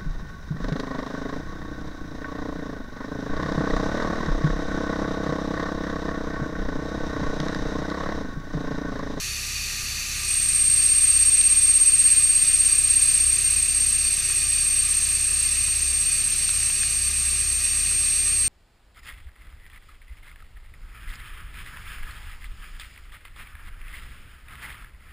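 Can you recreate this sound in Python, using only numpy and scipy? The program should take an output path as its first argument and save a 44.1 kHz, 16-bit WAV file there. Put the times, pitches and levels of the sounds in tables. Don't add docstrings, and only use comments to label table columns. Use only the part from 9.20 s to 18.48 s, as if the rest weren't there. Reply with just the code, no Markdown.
import sys
import numpy as np
from scipy import signal
from scipy.fft import rfft, irfft
from scipy.io import wavfile
from scipy.ndimage import uniform_filter1d

SR = 44100
rng = np.random.default_rng(int(sys.argv[2]) if len(sys.argv) > 2 else 0)


def how_loud(loudness_db):
    steps = np.asarray(loudness_db, float) / 20
    return 10 ** steps


def put_to_file(sound):
    columns = np.atleast_2d(sound).T
    safe = np.clip(columns, -1, 1)
    whole_steps = np.round(safe * 32767)
    wavfile.write(sys.argv[1], SR, whole_steps.astype(np.int16))


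N = 409248
T = np.arange(N) / SR
HZ = np.arange(N // 2 + 1) * SR / N + 1

SPINDLE_HZ = 16.66
ENTRY_S = 1.05

# time_s, level_db
SQUEAL_LEVEL = [(1.1, -60), (1.35, -32), (2.25, -29), (2.65, -22), (3.2, -23), (3.8, -24.5), (4.7, -21),
                (5.05, -25), (5.45, -21), (6, -24.5), (7.6, -24.5), (8.5, -24.5), (9.28, -20.5)]
# lobes_per_turn, lower_line_lag_turns, place_at_entry_turns, creep_turns_per_s, creep_ends_s
BAR_LOBES = [(1, .72, .27, .24, 9.28), (2, .3, .42, .19, 2.9), (3, -.3, .53, .135, 3.2)]
SIDE_LINE_SPELLS = {1: [(1.3, -23, 3.9, 20), (1.7, -23.5, 3.7, 20), (4.9, -39, 7, 8)],
                    -1: [(1.38, -25.5, 3.3, 25), (2.5, -26, 3.1, 25), (3.4, -31, 4.5, 25),
                    (5.6, -36, 6.6, 5)], 2: [(1.11, -23, 2.6, 18), (3.7, -29.5, 5.6, 4.5)],
                    -2: [(1.16, -35, 2.45, 30), (3.4, -41, 7, 2)], 3: [(1.85, -31, 3, 5), (5.3, -40, 7, 2)],
                    -3: [(1.16, -37, 5.5, 3)], 4: [(.97, -37, 1.1, 40)], -4: [(1.2, -43, 2.7, 4)],
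                    5: [(1.2, -45, 3.3, 5)], -5: [(1.16, -39, 3.6, 8)], 6: [(1.6, -45, 3, 5),
                    (4.8, -45, 6.1, 2)], -6: [(1.2, -42, 5.5, 1.6)]}
# time_s, level_db
ENTRY_CHIRP = [(1.02, -60), (1.08, -41), (1.2, -40), (1.32, -62)]
# centre_hz, width_hz, relative_db
TOOL_MODES = [(8550, 76, 1), (8536, 370, -4), (8160, 200, -11.5), (9100, 220, -12.5), (8400, 4460, -17)]
# start_s, tick_db, tick_hz, knock_db, knock_hz
CHIP_HITS = [(2.2122, -15.5, 4300, -32, 2500), (5.099, -40, 3000, -32, 1400), (6.374, -40, 3000, -29, 2000),
             (6.483, -40, 3000, -31, 1200), (7.292, -15.5, 4100, -27, 1400), (7.5007, -21, 2500, -33, 1200),
             (7.6323, -19, 4300, -21, 1810), (8.714, -40, 3000, -33, 1400)]
# lag_s, pitch_hz, relative_db
NEAR_WALL = (0.00256, 2500, -8.5)
# time_s, relative_db
COOLANT_FLOW = [(0, -0.5), (2, 0.04), (4.5, -0.2), (6, -.5), (9.28, -1)]
# frequency_hz, relative_db_per_hz
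SPRAY_SPECTRUM = [(530, -63), (900, -28.5), (1170, -12.5), (1460, -17), (1730, -8), (2240, -8.5),
                  (2580, -0.5), (2950, -5.5), (3150, -14.5), (3700, -9), (4460, -2.5), (5200, -9.5),
                  (5650, -5), (6200, -3.5), (6600, -5), (7600, -9), (10800, -11.5), (15300, -24)]
# centre_hz, width_hz, relative_db
WALL_MODES = [(1890, 30, -3), (2115, 32, -7), (2400, 21, 2), (2500, 90, 0.5), (2638, 60, -4),
              (2840, 57, -1), (3613, 160, -6), (4080, 28, -11), (4483, 60, 2.5), (4576, 74, 4),
              (4900, 50, -4), (5620, 170, -2.5), (6010, 200, -1.5), (10550, 500, -14.5), (12400, 400, -15)]
# time_s, level_db
FOURTH_LEVEL = [(0.0, -54), (0.05, -43.5), (2.02, -40), (3.31, -47), (3.41, -41.5), (4.86, -39),
                (4.99, -54), (5.06, -42), (6.77, -38), (7.11, -53), (7.23, -39.5), (7.73, -42), (7.85, -36),
                (9.28, -40.5)]
# centre_hz, width_hz, relative_db
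PANEL_MODE = [(64.5, 6, 0)]
# multiple, level_db
SPINDLE_ORDERS = [(2, -42), (3, -60), (5, -59), (6, -52), (7, -63), (8, -58.5), (9, -58.5), (10, -66)]
# pitch_hz, level_db, waver_db
DRIVE_TONES = [(63.6, -57, 1), (55, -62, 2), (81.8, -61, 1), (97.74, -57, 1), (120.04, -52, 1),
               (185.7, -68, 2), (197.5, -64, 2), (214.2, -67, 2), (238.8, -62, 2.5), (278, -69, 2),
               (371.4, -71, 2), (378.4, -70, 2), (383.2, -68, 2), (385.2, -64, 2.5), (770.4, -72, 2),
               (1192.2, -66, 2), (1199.8, -58, 1), (1207.3, -67, 2)]
# frequency_hz, relative_db_per_hz
RUMBLE_SPECTRUM = [(20, -6), (45, -8.5), (66, -4), (90, -13.5), (136, -11.5), (240, -16.5), (318, -20.5),
                   (456, -22), (1000, -25.5), (1400, -53)]


def squeal():
    squeal_hz, chirp_hz = 8546, 8320
    flat_hz, settle_s = 14, .14
    since = T - ENTRY_S
    settling = settle_s * np.exp(-np.maximum(since, 0) / settle_s)
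    chatter = squeal_hz * T + flat_hz * (settling - np.minimum(since, 0))
    turn = SPINDLE_HZ * T

    gain = {}
    for k, rows in SIDE_LINE_SPELLS.items():
        gain[k] = np.sqrt(sum(spell(*row) ** 2 for row in rows))

    out = tone(chatter, curve(SQUEAL_LEVEL) + .5 * walk(2.84))
    for lobes, lag, place, creep, ends_s in BAR_LOBES:
        crept = creep * (np.minimum(T, ends_s) - ENTRY_S)
        spot = lobes * (turn - place - crept)
        out += gain.pop(lobes) * tone(chatter + spot, walk(3) + .46 * walk(12))
        out += gain.pop(-lobes) * tone(chatter - spot + lag, walk(3) + .55 * walk(10))
    for k, outer in gain.items():
        out += outer * tone(chatter + k * turn + .124 * walk(1), 2.5 * walk(3))
    out += tone(chirp_hz * T, curve(ENTRY_CHIRP))

    touch_s, touch_fade_s = .9, .05
    return (out + rasp()) * np.clip((T - touch_s) / touch_fade_s, 0, 1)


def rasp():
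    full_s, level_db, sag_db_per_s = 1.08, -30, .05
    noise = level(ring(rng.standard_normal(N), TOOL_MODES), 0)
    flicker = how_loud(.62 * walk(20) + .52 * walk(2.57))
    return noise * spell(full_s, level_db, full_s, sag_db_per_s) * flicker


def chips():
    out, t = np.zeros(N), np.arange(500) / SR
    lag_s, wall_hz, wall_db = NEAR_WALL
    for start_s, tick_db, tick_hz, knock_db, knock_hz in CHIP_HITS:
        hit = blip(tick_db, tick_hz, .0003, t)
        hit += blip(knock_db, knock_hz, .0006, t)
        hit += blip(max(tick_db, knock_db) + wall_db, wall_hz, .00054, np.maximum(t - lag_s, 0))
        start = int(start_s * SR)
        out[start:start + len(t)] += hit
    return out


def blip(db, hz, fade_s, since):
    envelope = since / fade_s * np.exp(1 - since / fade_s)
    return how_loud(db) * np.sin(2 * np.pi * hz * since) * envelope


def coolant():
    jets = 3
    return sum(jet() for _ in range(jets)) / np.sqrt(jets) * how_loud(curve(COOLANT_FLOW))


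def jet():
    spray_db, walls_db = -31, -36.5
    direct = level(colour(patter(1.45), SPRAY_SPECTRUM), spray_db) * how_loud(.89 * walk(9))
    walls = level(ring(patter(1.56), WALL_MODES), walls_db) * how_loud(2.8 * walk(12))

    t60_s, echo_db = .25, -4
    decay = how_loud(-60 * np.minimum(T / t60_s, 3))
    echoes = level(rng.standard_normal(N) * decay, echo_db) / np.sqrt(N)
    echoes[0] = 1
    wet = irfft(rfft(direct + walls) * rfft(echoes), N)
    return wet / np.sqrt(1 + how_loud(echo_db) ** 2)


def patter(scatter_db):
    return rng.standard_normal(N) * how_loud(scatter_db * rng.exponential(size=N))


def hum():
    fourth = tone(4 * SPINDLE_HZ * T + .04 * walk(4), 0)
    panel = level(ring(rng.standard_normal(N), PANEL_MODE), -11)
    out = how_loud(curve(FOURTH_LEVEL)) * (fourth + panel)
    for multiple, db in SPINDLE_ORDERS:
        out += tone(multiple * SPINDLE_HZ * T + rng.random(), db + .5 * walk(3))
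    for hz, db, waver_db in DRIVE_TONES:
        turns = hz * T + rng.random() + .05 * waver_db * walk(5)
        out += tone(turns, db + waver_db * walk(6))
    rumble_db = -48
    return out + level(colour(rng.standard_normal(N), RUMBLE_SPECTRUM), rumble_db)


def tone(turns, db):
    return np.sqrt(2) * how_loud(db) * np.cos(2 * np.pi * turns)


def spell(full_s, db, until_s, fade_db):
    swell_db_per_s = 150
    short_of_full = swell_db_per_s * np.maximum(full_s - T, 0)
    faded = fade_db * np.maximum(T - until_s, 0)
    return how_loud(db - short_of_full - faded)


def curve(rows):
    return np.interp(T, *np.transpose(rows))


def walk(rate):
    k = int(SR / rate)
    held = np.repeat(rng.standard_normal(N // k + 1), k)
    return 1.27 * uniform_filter1d(uniform_filter1d(held, k), k)[:N]


def level(x, db):
    return x * how_loud(db) / np.sqrt(np.mean(x ** 2))


def colour(x, points):
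    hz, db = np.transpose(points)
    return irfft(rfft(x) * how_loud(np.interp(np.log(HZ), np.log(hz), db)), N)


def ring(x, modes):
    power = 0
    for hz, width, db in modes:
        power = power + how_loud(db) ** 2 / (1 + (2 * (HZ - hz) / width) ** 2) ** 2
    return irfft(rfft(x) * np.sqrt(power), N)


def scene():
    mono = squeal() + chips() + coolant() + hum()
    return np.tile(mono, (2, 1))


def low_pass(x):
    return signal.sosfilt(signal.butter(12, 16140, fs=SR, output="sos"), x)


def record(dry):
    top = signal.ellip(10, .3, 80, 15290, fs=SR, output="sos")
    mix = signal.sosfilt(top, dry)
    return low_pass(mix)


dry = scene()
out = record(dry)
put_to_file(out)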